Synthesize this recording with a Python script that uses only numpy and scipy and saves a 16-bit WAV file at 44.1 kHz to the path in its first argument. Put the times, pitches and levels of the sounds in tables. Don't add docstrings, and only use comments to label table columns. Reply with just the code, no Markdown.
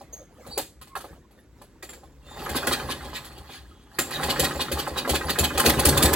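import sys
import numpy as np
from scipy import signal
from scipy.fft import rfft, irfft, next_fast_len
from scipy.io import wavfile
from scipy.ndimage import uniform_filter1d

SR = 44100
rng = np.random.default_rng(int(sys.argv[2]) if len(sys.argv) > 2 else 0)


def write(x):
    x = np.atleast_2d(x).T
    wavfile.write(sys.argv[1], SR, np.round(np.clip(x, -1, 1) * 32767).astype(np.int16))


N = 271215

# end in seconds, strength in dB.
TURNS = [(2.4, -41), (2.5708, -20.5), (2.732, -18.5), (2.9136, -23), (3.166, -29), (3.542, -38.5),
         (4.135, -30.5), (4.3075, -20), (4.4484, -18), (4.6162, -20.5), (4.797, -22.5), (4.9867, -22),
         (5.157, -18.5), (5.3041, -18.5), (5.448, -19), (5.602, -18.5), (5.701, -16), (5.8, -18),
         (5.8936, -17), (5.9793, -17), (6.0595, -16.5), (6.138, -18.5)]
# share of the turn, relative level in dB, pitch in Hz, relative thud in dB.
KNOCKS = [(.14, -16, 616, -17), (.37, -4, 1423, -11), (.63, -8.5, 602, -9.5), (.868, -1, 950, -8)]
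# time in seconds, clatter in dB, exhaust in dB.
STROKES = [(2.6696, -18.5, -31), (3.045, -45, -35), (3.3783, -45, -42), (4.394, -13.5, -28),
           (4.716, -22, -25), (5.0933, -16, -21.5), (5.3862, -14, -19.5), (5.6564, -10, -21.5),
           (5.852, -9, -17.5), (6.0234, -9.5, -16)]
REST_TIMES_S = [2.16, 3.93]
# frequency in Hz, relative level in dB, t60 in seconds.
MUFFLER_MODES = [(71.8, 0, 0.24), (139.4, -17.5, 0.24), (208, -10.5, 0.16), (309.7, -9, 0.16)]
# frequency in Hz, width in Hz, twice the gain in dB.
DECK_MODES = [(277, 130, -9), (554, 56, -1.5), (760, 39, -19), (1181, 26, 4), (1404, 63, -11.5),
              (1700, 91, -5), (2310, 16, -51), (2508, 14, 7), (3093, 17, 2), (3220, 14, -18),
              (3570, 61, -36), (3820, 39, -17), (4380, 51, 7), (4870, 88, -5)]
# time of full draw, rise and hold in seconds, level in dB.
PULLS = [(2.51, 0.15, 0.19, -40), (4.166, 0.13, 0.25, -38)]
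# time in seconds, level in dB, relative ring level in dB.
CLICKS = [(1.826, -34, -10), (1.891, -38, 1), (1.932, -40.5, -5), (2.4907, -29, -20), (3.987, -16.5, -2),
          (4.108, -29.5, -15), (4.232, -22.5, -14)]
# time in seconds, level in dB, pitch in Hz, brightness in dB.
CLUNKS = [(.011, -35.5, 670, -17), (.13, -43, 510, -7.5), (.465, -35, 637, -10.5), (.576, -19, 633.4, -5),
          (.587, -22.5, 699, -18), (0.814, -41, 1120, -1.5), (.872, -47, 1000, -2.5),
          (.954, -22, 1200, -15.5), (.963, -24, 846, -14.5), (1.006, -38, 1310, -3),
          (1.043, -30.5, 749, -17), (1.13, -44, 1050, -25), (1.309, -53.5, 630, -6), (1.616, -38, 994, -11),
          (2.034, -40.5, 773, -16.5), (2.672, -16, 1660, -14), (3.244, -42.5, 1205, 2.5),
          (4.873, -19, 758, -16.5), (5.076, -18.5, 743, -14), (5.5754, -22, 966, 3),
          (5.598, -14, 1377, -12), (5.648, -13.5, 566, -12), (5.668, -17.5, 535, -15)]
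# start and length in seconds, pitch in Hz, scatter share, level in dB.
SQUEAKS = [(0.125, 0.025, 6480, 0.013, -32.5), (0.139, 0.062, 6380, 0.0069, -43.5),
           (0.478, 0.089, 3920, 0.032, -44.5), (0.505, 0.051, 4540, .026, -35.5),
           (0.532, 0.065, 4640, 0.017, -41), (0.885, 0.097, 1080, 0.045, -50),
           (1.376, 0.034, 1776, 0.025, -53.5), (2.241, 0.2, 3620, 0.024, -48.5),
           (3.598, 0.38, 3180, 0.13, -62)]
# middle and length in seconds, level in dB.
SHUFFLES = [(.01, .1, -52.5), (0.195, 0.077, -51), (.5, 0.14, -44), (1.1, .11, -49.5),
            (1.385, 0.064, -57.5), (1.606, 0.062, -57), (1.98, 0.25, -54)]
# time in seconds, level in dB.
DRONE_LEVELS = [(0, -53), (1.3, -55.5), (2.2, -51.5), (3.05, -45), (3.3, -50.5), (3.7, -50.5), (3.95, -57)]

# frequency in Hz, relative density in dB.
THUD_SPECTRUM = [(70, -29), (135, -4), (180, -2.5), (270, 1.5), (400, -2), (540, 0), (750, -15),
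                 (1500, -40)]
RATTLE_SPECTRUM = [(250, -31), (550, -0.5), (900, 4.5), (1400, -3.5), (1900, -3.5), (2500, -17),
                   (5000, -20)]
RING_SPECTRUM = [(700, -14), (1500, -2.5), (2300, -3.5), (3300, 1), (4600, -1.5), (5600, -12), (7000, -15),
                 (12000, -50)]
TREBLE_SPECTRUM = [(3000, -14), (5500, -6), (7500, -2.5), (8000, -1.5), (8600, 2), (10200, 0.5),
                   (12300, -2.5), (13800, -1.5), (15700, -7.5)]
RUMBLE_SPECTRUM = [(50, 3), (90, -8.5), (140, 5), (180, -3.5), (215, -3), (260, -1), (320, -0.5), (420, -5),
                   (600, -10.5), (1200, -35)]
SCUFF_SPECTRUM = [(250, -3.5), (400, -5), (500, 3.5), (650, -5), (1050, -9), (1500, -14.5), (1900, -16),
                  (2600, -22), (6000, -23.5), (15000, -29)]
DRONE_SPECTRUM = [(20, -20), (45, 3.5), (65, 7), (90, -7), (140, -5.5), (300, -46)]
AIR_SPECTRUM = [(80, -11), (150, 0), (330, 2.5), (700, -16), (1500, -16), (3000, -23), (8000, -29),
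                (15000, -48)]
HOLLOW_SPECTRUM = [(120, -8), (250, -12), (340, 2.5), (420, -15), (520, -5), (750, -4.5), (1500, -36)]
PING_SPECTRUM = [(6500, -50), (7150, -7), (7330, -4), (7550, -5), (8200, -47)]

# frequency in Hz, t60 in seconds.
GARAGE_T60 = [(100, 0.78), (500, 0.16), (1500, 0.19), (4000, 0.29), (8000, 0.34), (15000, 0.23)]
# frequency in Hz, coherence from 0 to 1.
COHERENCE = [(60, .97), (400, .95), (1000, .9), (1800, .8), (2400, .62), (3500, .76), (5500, .45),
             (6500, .55), (7500, .92), (9400, .99), (10500, .88), (13300, .98), (15000, .9)]
# frequency in Hz, lead of the left side in radians.
LEFT_LEAD = [(60, -.15), (400, -.17), (1700, -.35), (3000, -1.1), (3800, -.7), (5200, -1.9), (6800, -1),
             (7900, .2), (9400, 3.14), (11250, 6.2), (11650, 6.4), (13250, 9.4), (15000, 12.5),
             (15700, 12.9)]
# frequency in Hz, left over right in dB.
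BALANCE = [(60, 1.5), (250, 1), (1200, -2), (2200, -3), (3500, -0.5), (4800, -1.5), (8000, 0)]

CRANKING_HZ, FIRST_TURN_S, STALL_GAP_S = 6, .18, .45
KNOCK_SCATTER_OCTAVES, THUMP_LEAD_S, THUMP_HZ = 0.141, .002, 538.3
EXHAUST_LAG_S, INTAKE_LAG_S, INTAKE_TURN_SHARE = 0.0149, 0.02344, .47
RASP_TURN_SHARE = 0.052
RECOIL_DB_PER_S, CLICK_HZ = 40, 1703


def knocks():
    rows = [(start + share * length, db + knock_db, hz * 2 ** rng.normal(0, KNOCK_SCATTER_OCTAVES), thud)
            for start, length, db in zip(*turns()) for share, knock_db, hz, thud in KNOCKS]
    rows += [(s - THUMP_LEAD_S, jolt_db(s, db) - 4, THUMP_HZ, -5) for s, db, _ in STROKES]
    s, db, pitch_hz, thud_db = np.transpose(rows)
    thud = blows(s, db + thud_db - 3, rise_s=0.0093, t60_s=0.15) * noise(THUD_SPECTRUM, 2.5)
    return thud + clanks(s, db + .5, pitch_hz, spread_octaves=1.1, t60_s=0.071)


def rasps():
    t = np.arange(N) / SR
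    ring, treble = np.zeros(N), np.zeros(N)
    for s, db in TURNS:
        octaves = speed_octaves(s)
        width_s = RASP_TURN_SHARE / (CRANKING_HZ * 2 ** octaves)
        near = abs(t - s) < 8 * width_s
        swell = 1 / np.cosh((t[near] - s) / width_s)
        ring[near] += amp(db - 2.5) * swell
        treble[near] += amp(db - 4.5 + 8.4 * max(octaves, -.4)) * swell ** 1.3
    return ring * noise(RING_SPECTRUM, 1.5, 4.5) + treble * noise(TREBLE_SPECTRUM, 1, 6)


def clatters():
    s, db, _ = np.transpose(STROKES)
    treble = blows(s, db - 3, rise_s=0.0028, t60_s=0.13) * noise(TREBLE_SPECTRUM, 3, 3.5)
    ring = blows(s, jolt_db(s, db) - 5.5, rise_s=0.0069, t60_s=0.11) * noise(RING_SPECTRUM, 3, 2.5)
    return treble + ring


def puffs():
    t = np.arange(SR // 3) / SR
    rows = [(s + EXHAUST_LAG_S, db) for s, _, db in STROKES]
    for start, length, db in zip(*turns()):
        if not any(start < s < start + length for s, _, _ in STROKES):
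            intake_s = start + INTAKE_TURN_SHARE * length + INTAKE_LAG_S
            rows.append((intake_s, db - 9 + 4.7 * speed_octaves(intake_s)))
    times_s, levels_db = np.transpose(rows)
    bark_db = levels_db - 11.5 + 5.5 * speed_octaves(times_s)
    out = blows(times_s, bark_db, rise_s=0.0036, t60_s=0.24) * noise(RUMBLE_SPECTRUM, 3, 3)
    attack = 1 - np.exp(-(t / 0.012) ** 2)
    for s, db in rows:
        detunes = 1 + 0.024 * rng.standard_normal(len(MUFFLER_MODES))
        boom = sum(amp(mode_db - 60 * t / t60_s) * np.sin(2 * np.pi * hz * detune * t)
                   for (hz, mode_db, t60_s), detune in zip(MUFFLER_MODES, detunes))
        add(out[0], s - .004, amp(db + 5) * attack * boom)
    return out


def shaking():
    t = np.arange(N) / SR
    octaves, rope = speed_octaves(t), rope_gain(t)

    def gain(db, db_per_octave, rope_db):
        return np.hypot(amp(db + db_per_octave * octaves), amp(rope_db) * rope)

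    rumble = gain(-39, 12, rope_db=-5) * amp(0.77 * wobble(40)) * noise(RUMBLE_SPECTRUM, 2, 1.5)
    rattle = gain(-39, 10, rope_db=3.5) * amp(2.3 * wobble(70)) * noise(RATTLE_SPECTRUM, 3.5, 3.5)
    fizz = noise(RING_SPECTRUM, 0, 6) + amp(-3) * noise(TREBLE_SPECTRUM, 4.5, 9)
    hiss = gain(-45, 9.5, rope_db=-1.6) * amp(3.5 * wobble(50)) * fizz
    fade_in = np.interp(t - REST_TIMES_S[0], [0, 0.15], [0, 1])
    return (rumble + rattle + hiss) * fade_in


def turns():
    end_s, db = np.transpose(TURNS)
    gap_s = np.diff(end_s, prepend=0)
    length_s = np.where(gap_s < STALL_GAP_S, gap_s, FIRST_TURN_S)
    return end_s - length_s, length_s, db


def speed_octaves(s):
    end_s = np.transpose(TURNS)[0]
    moving = [((a + b) / 2, 1 / (b - a)) for a, b in zip(end_s, end_s[1:]) if b - a < STALL_GAP_S]
    points = sorted(moving + [(rest_s, .5) for rest_s in REST_TIMES_S])
    return np.log2(np.interp(s, *np.transpose(points)) / CRANKING_HZ)


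def jolt_db(s, clatter_db):
    end_s, turn_db = np.transpose(TURNS)
    return (clatter_db + turn_db[np.searchsorted(end_s, s)]) / 2


def deck(x, ring_db, direct_db):
    def modes(f):
        return sum(amp(db / 2) * 1j * f * width / (hz * hz - f * f + 1j * f * width)
                   for hz, width, db in DECK_MODES)

    return filtered(x, lambda f: amp(direct_db) + amp(ring_db) * modes(f))


def rope_gain(t):
    gain = np.zeros(N)
    for s, rise_s, hold_s, db in PULLS:
        draw_db = -12 * np.maximum(s - t, 0) / rise_s
        recoil_db = -RECOIL_DB_PER_S * np.maximum(t - s - hold_s, 0)
        gain += amp(db + draw_db + recoil_db)
    return gain


def clicks():
    s, db, ring_db = np.transpose(CLICKS)
    snap = strike(s, db, np.full(len(s), CLICK_HZ), bright_db=-3.5, thud_db=-9.5)
    ring = blows(s, db + ring_db - 4, rise_s=0.0008, t60_s=0.17) * noise(PING_SPECTRUM, -1)
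    return snap + ring


def clunks():
    return strike(*np.transpose(CLUNKS), thud_db=-19.5)


def strike(s, db, pitch_hz, bright_db, thud_db):
    clank = clanks(s, db + .5, pitch_hz, spread_octaves=1.3, t60_s=0.066)
    thud = blows(s, db + thud_db, rise_s=0.0047, t60_s=0.12) * noise(HOLLOW_SPECTRUM, 4, 1.5)
    ring = blows(s, db + bright_db - 4, rise_s=0.0011, t60_s=0.16) * noise(RING_SPECTRUM, 2, 0.5)
    splash = blows(s, db + bright_db - .5, rise_s=0.0035, t60_s=0.14) * noise(TREBLE_SPECTRUM, 4.5, 4.5)
    return clank + thud + ring + splash


def clanks(times_s, levels_db, pitches_hz, spread_octaves, t60_s, count=20):
    t = np.arange(SR // 10) / SR
    envelope = (1 - np.exp(-t / 0.0025)) * amp(-60 * t / t60_s)
    out = np.zeros((2, N))
    for s, db, pitch_hz in zip(times_s, levels_db, pitches_hz):
        offsets = np.linspace(-1, 1, count) + rng.normal(0, 1 / count, count)
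        hz = pitch_hz * 2 ** (spread_octaves * offsets)
        modes = np.sin(2 * np.pi * (hz[:, None] * t + rng.random((2, count, 1))), dtype="f")
        weights = 1 / (1 + (2.4 * offsets) ** 2)
        ring = envelope * (weights @ modes)
        ring *= np.linalg.norm(envelope) / np.linalg.norm(ring, axis=1, keepdims=True)
        add(out, s - .002, amp(db) * ring)
    return out


def squeaks():
    out = np.zeros((2, N))
    for s, length_s, pitch_hz, scatter, db in SQUEAKS:
        n = int(length_s * SR)
        phase = 2 * np.pi * np.cumsum(pitch_hz * (1 + scatter * wobble(1500)[:n])) / SR
        grip = np.sin(np.linspace(0, np.pi, n)) * amp(2.8 * wobble(305)[:n])
        add(out[0], s, amp(db - 0.5) * grip * (np.sin(phase) + amp(-10) * np.sin(2 * phase)))
    return out


def shuffles():
    t = np.arange(N) / SR
    moves = sum(amp(db) / np.cosh(2 * np.clip((t - s) / length_s, -20, 20))
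                for s, length_s, db in SHUFFLES)
    return moves * amp(0.84 * wobble(33.76)) * noise(SCUFF_SPECTRUM, 0, 7)


def background():
    drone_db = np.interp(np.arange(N) / SR, *np.transpose(DRONE_LEVELS))
    drone = amp(drone_db + 1.5 * wobble(5.23)) * noise(DRONE_SPECTRUM, 2)
    air = amp(-58 + wobble(7.87)) * noise(AIR_SPECTRUM, 0.5, 1.5)
    return drone + air


def garage(x, early_db, tail_db):
    hz, t, bins = signal.stft(rng.standard_normal((2, SR // 2)), SR, nperseg=256)
    tail = signal.istft(bins * amp(-60 * t / log_interp(GARAGE_T60, hz)[:, None]), SR, nperseg=256)[1]
    early = rng.standard_normal(tail.shape) * amp(-60 * np.arange(tail.shape[1]) / SR / 0.028)
    echo = amp(early_db) * early / np.linalg.norm(early[0])
    echo += amp(tail_db) * tail / np.linalg.norm(tail[0])
    wet = signal.fftconvolve(x, np.pad(echo, ((0, 0), (60, 0))), axes=1)[:, :N]
    return (x + wet) / np.sqrt(1 + amp(early_db) ** 2 + amp(tail_db) ** 2)


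def stereo(x):
    def split(hz):
        angle = np.arccos(np.clip(log_interp(COHERENCE, hz), 0, 1)) / 2
        return np.array([np.cos(angle), np.sin(angle)])

    def offsets(hz):
        half = np.array([[.5], [-.5]])
        return amp(half * log_interp(BALANCE, hz)) * np.exp(1j * half * log_interp(LEFT_LEAD, hz))

    mid, side = filtered(x, split)
    return filtered(np.array([mid + side, mid - side]), offsets)


def noise(spectrum, grain_db, ringing_db=0):
    shape = (257, N // 256 + 3)
    patches = uniform_filter1d(rng.standard_normal(shape, "f"), size=2, axis=0)
    patches = uniform_filter1d(patches, size=5, axis=1)
    bins = rng.standard_normal((2, *shape, 2), "f").view("F")[..., 0]
    ringing = signal.istft(bins * amp(ringing_db * unit_rms(patches)))[1][:, :N]
    grains = ringing * amp(grain_db * wobble(900))
    return unit_rms(filtered(grains, lambda hz: amp(log_interp(spectrum, hz))))


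def blows(times_s, levels_db, rise_s, t60_s):
    t = np.arange(SR // 3) / SR
    shape = (1 - np.exp(-(t / rise_s) ** 2)) * amp(-60 * t / t60_s)
    power = np.zeros(N)
    for s, db in zip(times_s, levels_db):
        add(power, s - rise_s / 2, (amp(db) * shape / shape.max()) ** 2)
    return np.sqrt(power)


def wobble(rate_hz):
    knots = rng.standard_normal(int(N * rate_hz / SR) + 4)
    return np.interp(np.arange(N) * rate_hz / SR, np.arange(len(knots)), knots)


def filtered(x, response):
    size = next_fast_len(N + 8192, True)
    gains = response(np.fft.rfftfreq(size, 1 / SR)).astype("F")
    return irfft(rfft(x.astype("f"), size) * gains, size)[..., :N]


def add(track, start_s, sound):
    start = max(int(start_s * SR), 0)
    part = track[..., start:start + sound.shape[-1]]
    part += sound[..., :part.shape[-1]]


def log_interp(points, hz):
    knots_hz, values = np.transpose(points)
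    return np.interp(np.log(hz + 1), np.log(knots_hz + 1), values)


def unit_rms(x):
    return x / np.sqrt(np.mean(x ** 2) + 1e-20)


def amp(db):
    return 10 ** (np.asarray(db) / 20)


def scene():
    metal = deck(rasps() + knocks() + clatters() + clunks() + clicks() + shaking(),
                 ring_db=-3, direct_db=-2)
    reverberant = garage(metal + squeaks(), early_db=-5.5, tail_db=-7.5)
    return stereo(reverberant + puffs() + shuffles() + background())


def record(dry):
    return filtered(dry, lambda hz: (hz < 15800) * (1 - 1 / (1 + (hz / 40) ** 6)))


dry = scene()
out = record(dry)
write(out)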